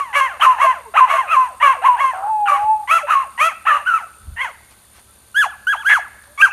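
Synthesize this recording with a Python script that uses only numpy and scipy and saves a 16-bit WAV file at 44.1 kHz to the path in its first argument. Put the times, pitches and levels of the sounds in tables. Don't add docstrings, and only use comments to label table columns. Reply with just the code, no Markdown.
import sys
import numpy as np
from scipy import signal
from scipy.fft import rfft, irfft, next_fast_len
from scipy.io import wavfile
from scipy.ndimage import uniform_filter1d, minimum_filter1d

SR = 44100
rng = np.random.default_rng(int(sys.argv[2]) if len(sys.argv) > 2 else 0)


def int16_out(signal):
    q = np.round(np.clip(np.atleast_2d(signal).T, -1, 1) * 32767)
    wavfile.write(sys.argv[1], SR, q.astype(np.int16))


N = 287532
TIME = np.arange(N) / SR


def barks_and_yelps(steady_jitter=0.0082, rough_jitter=0.035, shimmer=0.22, beat_hz=68):
    # frequency_hz, gain_db
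    rasp_colour = [(250, -38.5), (450, -70), (600, -1.5), (1150, 11.5), (1700, 11), (2300, 2), (2800, 10),
                   (3300, -14), (3900, -11.5), (4800, -45), (8000, -67.5)]
    # frequency_hz, gain_db
    shrill_colour = [(2800, -26.5), (4100, 1.5), (5000, -9.5), (6200, 1.5), (7800, -3.5), (9300, 2),
                     (11500, 0), (14000, -17.5), (16000, -35)]
    out = np.zeros(N)
    wobble, flutter = drift(360), drift(320)
    turbulence, hiss = noise(rasp_colour), noise(shrill_colour)
    slip = 2 * np.pi * np.cumsum(beat_hz * (1 + 0.35 * drift(20.56))) / SR
    for i, gate, pitch, tone_db, parts_db in [*bark_shapes(), *yelp_shapes()]:
        overtone_db, half_db, rasp_db, shrill_db = np.array(parts_db) - tone_db
        chaos = np.clip(from_db(rasp_db), 0, 1)
        pitch = uniform_filter1d(pitch, size=200, mode="nearest")
        jitter = (steady_jitter + rough_jitter * chaos) * wobble[i]
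        strength = (1 + shimmer * chaos * flutter[i]) / np.hypot(1, shimmer * chaos)
        phase = 2 * np.pi * np.cumsum(pitch * (1 + jitter)) / SR
        beating = 0.8 * np.sqrt(chaos) * np.tanh(4 * chaos) * np.sin(phase + slip[i])
        tone = strength * (np.sin(phase) + beating + overtones(pitch, phase, overtone_db, half_db))
        puffing = 1 + 0.1 * np.cos(phase / 2)
        puffs = from_db(rasp_db - 6) * turbulence[i] * puffing
        ragged = phase + 0.1 * np.sqrt(chaos) * flutter[i]
        doubling = np.minimum(from_db(half_db - overtone_db), 1)
        highs = 0
        for k in np.arange(3, 12, 0.5):
            gain = from_db(at_hz(shrill_colour, k * pitch)) * (doubling if k % 1 else 1)
            highs += gain * np.sin(k * ragged)
        airy = np.clip(0.03 + 1 / (1 + from_db(overtone_db - rasp_db + 3) ** 2), 0, 1)
        edge = np.sqrt(1 - airy) * rms_one(highs) + np.sqrt(airy) * hiss[i] * puffing
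        out[i] += gate * from_db(tone_db) * (tone + puffs + from_db(shrill_db - 6) * edge)
    return out


def overtones(pitch, phase, overtone_db, half_db):
    # frequency_hz, gain_db
    throat = [(300, -40), (460, -32.5), (570, -5.5), (1100, 3.5), (1900, -2.5), (2800, -6), (3300, -6.5),
              (3900, -51), (4800, -46.5), (8000, -78.5)]
    out = from_db(overtone_db) * np.sin(2 * phase)
    for k in range(3, 7):
        colour_db = at_hz(throat, k * pitch) - 1 - 11 * np.log2(k / 2)
        out += from_db(overtone_db + colour_db) * np.sin(k * phase)
    for k in np.arange(5) + 0.5:
        colour_db = at_hz(throat, k * pitch) + 1 - abs(np.log2(k / 1.5))
        out += from_db(half_db + colour_db) * np.sin(k * phase)
    return out


def bark_shapes(break_s=0.0035, closing_s=0.023, sag_hz_per_s=650, fade_db_per_s=163.5, fall_ratio=0.455):
    # start_s, rise_s, harsh_s, clear_s, fall_s, first_hz, top_hz, clear_hz, harsh_db, clear_db,
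    # harsh_overtone_db, clear_overtone_db, half_db, rasp_db, shrill_db, roughness_lost_db
    barks = [(-0.06, 0.029, 0.034, 0.018, 0.25, 860.0, 1262.0, 1152, -13, -11.5, -24, -36.0, -40.5, -20.5, -31, 10.5),
             (0.127, 0.034, 0.045, 0.055, 0.12, 980, 1158, 1083, -12.5, -6, -12.5, -22, -17, -18.0, -29, 6.5),
             (0.395, 0.034, 0.033, 0.068, 0.18, 766, 1323, 1050.0, -7.5, -0.5, -17.5, -37.5, -28.5, -10.5, -27, 9.5),
             (0.578, 0.041, 0.044, 0.053, 0.1, 864, 1131, 1053, -8.0, -4.5, -17.5, -25.5, -21.5, -18.5, -32, 5.5),
             (0.937, 0.04, 0.027, 0.045, 0.12, 653, 1285, 1042, -5, -0.5, -13.5, -37, -27, -13, -34, 5.5),
             (1.074, 0.031, 0.075, 0.026, 0.095, 1007, 1127, 1070, -13.5, -6.0, -19.5, -24.5, -31, -18, -34, 3.5),
             (1.273, 0.048, 0.043, 0.097, 0.093, 1210, 1360, 1061, -10.0, -2.0, -16.5, -38.5, -27.5, -22.5, -34.5, 3.5),
             (1.599, 0.033, 0.054, 0.037, 0.065, 902, 1159, 1080, -4.5, -3.5, -13, -26.5, -18.0, -15.5, -32, 4.5),
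             (1.815, 0.044, 0.024, 0.064, 0.12, 699, 1127, 1007, -4.5, -1.5, -21, -51, -32.5, -16.5, -36.0, 7.5),
             (1.965, 0.042, 0.031, 0.064, 0.12, 769, 1124, 1079, -11.5, -5, -18.0, -29, -28.5, -27, -38.0, 0.5),
             (2.455, 0.031, 0.031, 0.042, 0.096, 1440, 1174, 1157, -10.5, -5.5, -20.5, -29.5, -46.5, -18, -34.0, 0),
             (2.873, 0.042, 0.033, 0.031, 0.055, 996, 1277, 1345, -7, -5.5, -12.5, -21, -24.5, -19.5, -27, 0.5),
             (3.068, 0.04, 0.044, 0.076, 0.059, 897, 1315, 1106, -9.5, -6, -28, -38, -45, -15, -33.5, 7.5),
             (3.376, 0.036, 0.058, 0.013, 0.055, 923, 1199, 1341, -9.5, -10, -12.0, -22, -21, -21, -26.5, 5),
             (3.65, 0.027, 0.036, 0.06, 0.066, 765, 1367, 1189, -8, -7, -19.5, -69, -29, -16.0, -36, -1),
             (3.848, 0.025, 0.063, 0.033, 0.081, 1252, 1515.0, 1312, -11.5, -7.5, -29.5, -30, -55, -27.5, -40.5, -4),
             (4.362, 0.056, 0.026, 0.0031, 0.071, 890.0, 1099, 1017, -22.5, -16, -15, -22.0, -30.0, -30.5, -40.5, -3.5),
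             (6.375, 0.043, 0.0027, 0.03, 0.048, 1100.0, 1268, 1600, -8, 5, -14, -23.5, -31.5, -24.5, -24.5, -1)]
    # onset_db, harsh_db, closing_db, fall_db
    tone_stages = (-25.5, -2, -14, -17)
    overtone_stages = (-15.5, -14, 0, -15)
    half_stages = (-33, -0.5, -23, 4)
    rasp_stages = (-13, -2, -4.5, -11)
    shrill_stages = (-22, -2.5, -5.5, -11)
    for row in barks:
        start, rise, harsh, clear, fall, first_hz, top_hz, clear_hz, harsh_db, clear_db = row[:10]
        harsh_overtone_db, clear_overtone_db, half_db, rasp_db, shrill_db, roughness_lost_db = row[10:]
        breaks, closes = rise + harsh, rise + harsh + clear
        i, gate = sounding(start, start + closes + fall)
        t = TIME[i] - start
        opened, strained, cleared = ramp(t, 0, rise), ramp(t, rise, harsh), ramp(t, breaks, break_s)
        closed, fallen = ramp(t, closes, closing_s), ramp(t, closes, fall)
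        held_s = clear * ramp(t, breaks, clear)
        pitch = first_hz + (top_hz - first_hz) * opened ** 2
        pitch += (clear_hz - top_hz) * strained - sag_hz_per_s * held_s
        pitch *= fall_ratio ** fallen
        stages = np.transpose([1 - opened, strained * (1 - cleared), closed, fallen])
        falter_db = 8 * np.exp(-((t - breaks) / break_s) ** 2)
        tone = harsh_db + (clear_db - harsh_db) * cleared + stages @ tone_stages
        tone -= fade_db_per_s * held_s + falter_db
        overtone = harsh_overtone_db + (clear_overtone_db - harsh_overtone_db) * cleared
        overtone += stages @ overtone_stages
        rough_stages = np.transpose([1 - opened, strained, closed, fallen])
        smoothing_db = roughness_lost_db * cleared + 60 * held_s
        half = half_db + rough_stages @ half_stages - smoothing_db
        rasp = rasp_db + rough_stages @ rasp_stages - smoothing_db
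        shrill = shrill_db + rough_stages @ shrill_stages - smoothing_db
        yield i, gate, pitch, tone, [overtone, half, rasp, shrill]


def yelp_shapes(ends_db=-19.5, clean_db=-21.5, half_db=-18.5, turn_s=0.0074, fall_ratio=0.36):
    # start_s, attack_s, rise_s, hold_s, fall_s, fray_after_s, fray_for_s, first_hz, top_hz,
    # tone_db, overtone_db, rasp_db, shrill_db
    yelps = [ (5.343, 0.027, .05, 0.014, 0.069, 0.094, 0.03, 1372, 1699, -8.5, -22.5, -16, -28),
             (5.667, 0.0041, 0.047, 0.0058, 0.044, 0.061, .025, 1413, 1670, -11, -28, -24, -36.5),
             (5.755, 0.0051, .045, 0.0095, .048, 0.0056, 0.0091, 1417, 1680, -31, -38, -29, -48),
             (5.844, 0.023, 0.04, 0.06, 0.056, 0.052, 0.041, 1183, 1650, -9, -28.5, -13.5, -30.5), ]
    for start, attack, rise, hold, fall, fray_after, fray_for, first_hz, top_hz, *levels in yelps:
        tone_db, overtone_db, rasp_db, shrill_db = levels
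        i, gate = sounding(start, start + rise + hold + fall)
        t = TIME[i] - start
        fallen = ramp(t, rise + hold, fall)
        pitch = first_hz + (top_hz - first_hz) * np.sin(np.pi / 2 * ramp(t, 0, rise))
        pitch *= fall_ratio ** (fallen ** 1.4)
        effort_db = ends_db * (1 - ramp(t, 0, attack) + fallen ** 2)
        frayed = ramp(t, fray_after - turn_s, turn_s) - ramp(t, fray_after + fray_for, turn_s)
        rasp = rasp_db + clean_db * (1 - frayed)
        parts_db = [db + effort_db for db in (overtone_db, rasp + half_db, rasp, shrill_db)]
        yield i, gate, pitch, tone_db + effort_db, parts_db


def howl(jitter=0.0044, clears_s=2.296):
    # time_s, pitch_hz, level_db
    course = [(2.13, 740, -28.5), (2.218, 778, -22.5), (2.3, 881, -14.5), (2.438, 826.5, -12.5),
              (2.5, 789, -25), (2.6, 823, -17), (2.708, 877, -8), (2.76, 860, -14.5), (2.799, 852, -22.5),
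              (2.85, 816, -27.5)]
    out = np.zeros(N)
    i, gate = sounding(course[0][0], course[-1][0])
    pitch, level_db = along(course, TIME[i])
    phase = 2 * np.pi * np.cumsum(pitch * (1 + jitter * drift(49)[i])) / SR
    tone = np.sin(phase) + from_db(-43) * np.sin(2 * phase) + from_db(-42) * np.sin(3 * phase)
    hoarse = noise([(400, -20), (700, 0.5), (1400, 1), (2000, -28.5), (3000, -28), (5000, -85)])[i]
    hoarse *= from_db(-31) / (1 + np.exp((TIME[i] - clears_s) / 0.0095))
    out[i] = gate * (from_db(level_db) * tone + hoarse)
    return out


def voice_cracks():
    # time_s, half_length_s, centre_hz, width_hz, level_db
    cracks = [(0.42, 0.013, 3100, 162, -17.5), (3.702, 0.03, 1792, 89, -16),
              (3.927, 0.057, 1387, 95, -18.5), (5.912, 0.032, 1973, 242.3, -13.5),
              (6.417, 0.0084, 2575, 194.5, -11.5)]
    out = np.zeros(N)
    for time_s, half_length_s, centre_hz, width_hz, level_db in cracks:
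        i, shape = swell(time_s, half_length_s)
        phase = 2 * np.pi * centre_hz * TIME[i]
        unsteady = drift(width_hz)
        screech = unsteady[i] * np.sin(phase) + unsteady[-i] * np.cos(phase)
        out[i] += from_db(level_db) * np.sqrt(shape) * rms_one(screech)
    return out


def whines():
    # time_s, half_length_s, pitch_hz, fall_hz_per_s, level_db
    glides = [(0.651, 0.019, 660, -8, -15), (0.863, 0.019, 930, 5002, -32.5),
              (0.881, 0.043, 433, 1511.5, -38), (1.143, 0.025, 663, -14, -18.5),
              (1.517, 0.062, 780, 1006.5, -40.5), (1.79, 0.042, 503, 800, -36.5),
              (2.524, 0.025, 589, 5, -24.5), (3.043, 0.022, 590, 2500, -22),
              (5.10, 0.048, 1333, 1.5, -55.5), (5.80, 0.041, 887, -1200, -36),
              (6.305, 0.093, 585, -800, -52.5)]
    out = np.zeros(N)
    for time_s, half_length_s, pitch_hz, fall_hz_per_s, level_db in glides:
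        i, shape = swell(time_s, half_length_s)
        t = TIME[i] - time_s
        out[i] += from_db(level_db) * shape * np.sin(2 * np.pi * (pitch_hz - fall_hz_per_s * t / 2) * t)
    return out


def garden(dogs, echo_cut_hz=6000, build_s=0.0027):
    # delay_s, level_db
    reflections = [(0.0136, -13.5), (0.029, -25.5), (0.062, -24.5), (0.095, -22)]
    # frequency_hz, t60_s
    decay_times = [(500, 0.11), (1100, 1), (1550, 1), (2300, 0.76), (3500, 0.14), (10000, 0.16)]
    # frequency_hz, gain_db
    scatter = [(300, -9), (600, -15.5), (1200, -25.5), (2700, -16), (5500, -2.5), (12000, -13)]
    dull = filtered(dogs, 1, echo_cut_hz)
    echoes = sum(from_db(db) * np.interp(TIME - delay, TIME, dull, left=0) for delay, db in reflections)
    t, tail = TIME[:SR], 0
    edges_hz = np.geomspace(250, 16000, 11)
    for low, high in zip(edges_hz, edges_hz[1:]):
        hz = np.sqrt(low * high)
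        decay = np.exp(-np.log(1000) * t / at_hz(decay_times, hz)) * (1 - np.exp(-t / build_s))
        scattered = rng.standard_normal(SR) * decay / np.sqrt(np.sum(decay ** 2))
        tail += from_db(at_hz(scatter, hz)) * filtered(scattered, 3, [low, high], "band")
    return echoes + signal.fftconvolve(dogs, tail)[:N]


def microphone_bumps():
    # time_s, level_db, spread_s
    bumps = [(2.646, -39.5, 0.009), (4.3, -34.5, 0.046)]
    rumble = noise([(15, -35), (35, -3.5), (75, 2.5), (120, -10.5), (220, -28), (500, -55), (2000, -68)])
    return rumble * sum(from_db(db) * np.exp(-0.5 * ((TIME - s) / spread) ** 2) for s, db, spread in bumps)


def katydid(strokes_per_s=62.7, width_hz=300, sweep_hz=220, chorus=0.77):
    # time_s, centre_hz, level_db
    buzz = [(0, 9080, -57), (1.3, 8800, -52.5), (1.7, 8780, -51), (4.15, 9080, -52), (4.6, 9370, -54.5),
            (6.5, 9100, -54)]
    centre_hz, level_db = along(buzz, TIME)
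    stroke = (np.cumsum(strokes_per_s * (1 + 0.003 * drift(3))) / SR) % 1
    scrape = np.sin(np.pi * stroke) ** 4
    band = filtered(rng.standard_normal(N), 2, width_hz)
    wing = np.sin(2 * np.pi * np.cumsum(centre_hz + sweep_hz * (2 * stroke - 1)) / SR)
    return from_db(level_db) * rms_one(band * wing * (chorus + scrape))


def pump(waver=0.18, wander_hz=0.87):
    # pitch_hz, level_db
    hum = [(60, -66), (71, -61), (107.7, -66), (215.3, -70), (570.6, -74), (780.6, -74), (1550, -68),
           (3523, -71)]
    out = np.zeros(N)
    for pitch_hz, level_db in hum:
        amplitude = from_db(level_db) * np.sqrt(2) * (1 + waver * drift(9.6))
        out += amplitude * np.sin(2 * np.pi * np.cumsum(pitch_hz + wander_hz * drift(5.8)) / SR)
    return out


def trickle(bubbles_per_s=70, level_db=-62, ring_cycles=22):
    out = np.zeros(N)
    pitches = np.geomspace(600, 5000, 14)
    for hz in pitches:
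        born = rng.random(N) < bubbles_per_s / len(pitches) / SR
        sizes = rng.rayleigh(1, N)
        decay, step = np.exp(-np.log(1000) * hz / ring_cycles / SR), 2 * np.pi * hz / SR
        resonator = [1, -2 * decay * np.cos(step), decay ** 2]
        out += signal.lfilter([0, np.sin(step)], resonator, born * sizes + 1e-18)
    return from_db(level_db) * rms_one(out)


def rustles():
    # time_s, half_length_s, level_db
    brushes = [(4.718, 0.033, -51), (4.975, 0.058, -50.5), (5.232, 0.017, -74.5), (6.24, 0.012, -50)]
    out = np.zeros(N)
    grit = noise([(150, -26), (900, 6.5), (2500, 4), (6000, -3), (12000, -10), (16000, -28)])
    for time_s, half_length_s, level_db in brushes:
        i, shape = swell(time_s, half_length_s)
        out[i] += from_db(level_db) * shape * grit[i]
    return out


def night_air(level_db=-52.5):
    # frequency_hz, gain_db
    air = [(25, -6.5), (65, 5.5), (130, -1), (350, -5.5), (1300, -5.5), (2000, -11), (3000, -11.5),
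           (4550, -9.5), (5300, -17.5), (7000, -10), (7800, -13), (11500, -7), (13500, -13.5), (16000, -42)]
    return from_db(level_db) * noise(air)


def from_db(db):
    return 10 ** (np.asarray(db) / 20)


def rms_one(x):
    return x / np.sqrt(np.mean(x ** 2) + 1e-20)


def filtered(x, order, hz, kind="low"):
    return signal.sosfilt(signal.butter(order, hz, kind, fs=SR, output="sos"), x)


def along(rows, t):
    times, *columns = np.transpose(rows)
    return [np.interp(t, times, column) for column in columns]


def at_hz(points, hz):
    frequencies, values = np.transpose(points)
    return np.interp(np.log(hz + 1e-3), np.log(frequencies), values)


def noise(spectrum):
    size = next_fast_len(N)
    gain = from_db(at_hz(spectrum, np.arange(size // 2 + 1) * SR / size))
    return rms_one(irfft(rfft(rng.standard_normal(size)) * gain, size)[:N])


def drift(rate_hz):
    return rms_one(filtered(rng.standard_normal(N + SR), 3, rate_hz)[SR:])


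def ramp(t, start_s, length_s):
    return np.clip((t - start_s) / max(length_s, 1e-3), 0, 1)


def sounding(start, end, attack_s=0.0035, release_s=0.0072):
    i = np.flatnonzero((TIME >= start) & (TIME <= end))
    return i, np.clip(np.minimum((TIME[i] - start) / attack_s, (end - TIME[i]) / release_s), 0, 1)


def swell(time_s, half_length_s):
    i = np.flatnonzero(abs(TIME - time_s) < half_length_s)
    return i, np.cos(np.pi / 2 * (TIME[i] - time_s) / half_length_s) ** 2


def scene(mouth_cut_hz=430):
    voices = barks_and_yelps() + voice_cracks() + howl() + whines()
    dogs = filtered(voices, 4, mouth_cut_hz, "high")
    night = night_air() + katydid() + pump() + trickle() + rustles()
    return (dogs + garden(dogs) + night + microphone_bumps())[None]


def record(dry, ceiling=1.0, cutoff_hz=15700):
    allowed = ceiling / np.maximum(abs(dry), ceiling)
    gain = uniform_filter1d(minimum_filter1d(allowed, size=200), size=200)
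    return signal.sosfilt(signal.ellip(10, 0.1, 80, cutoff_hz, fs=SR, output="sos"), dry * gain)


dry = scene()
out = record(dry)
int16_out(out)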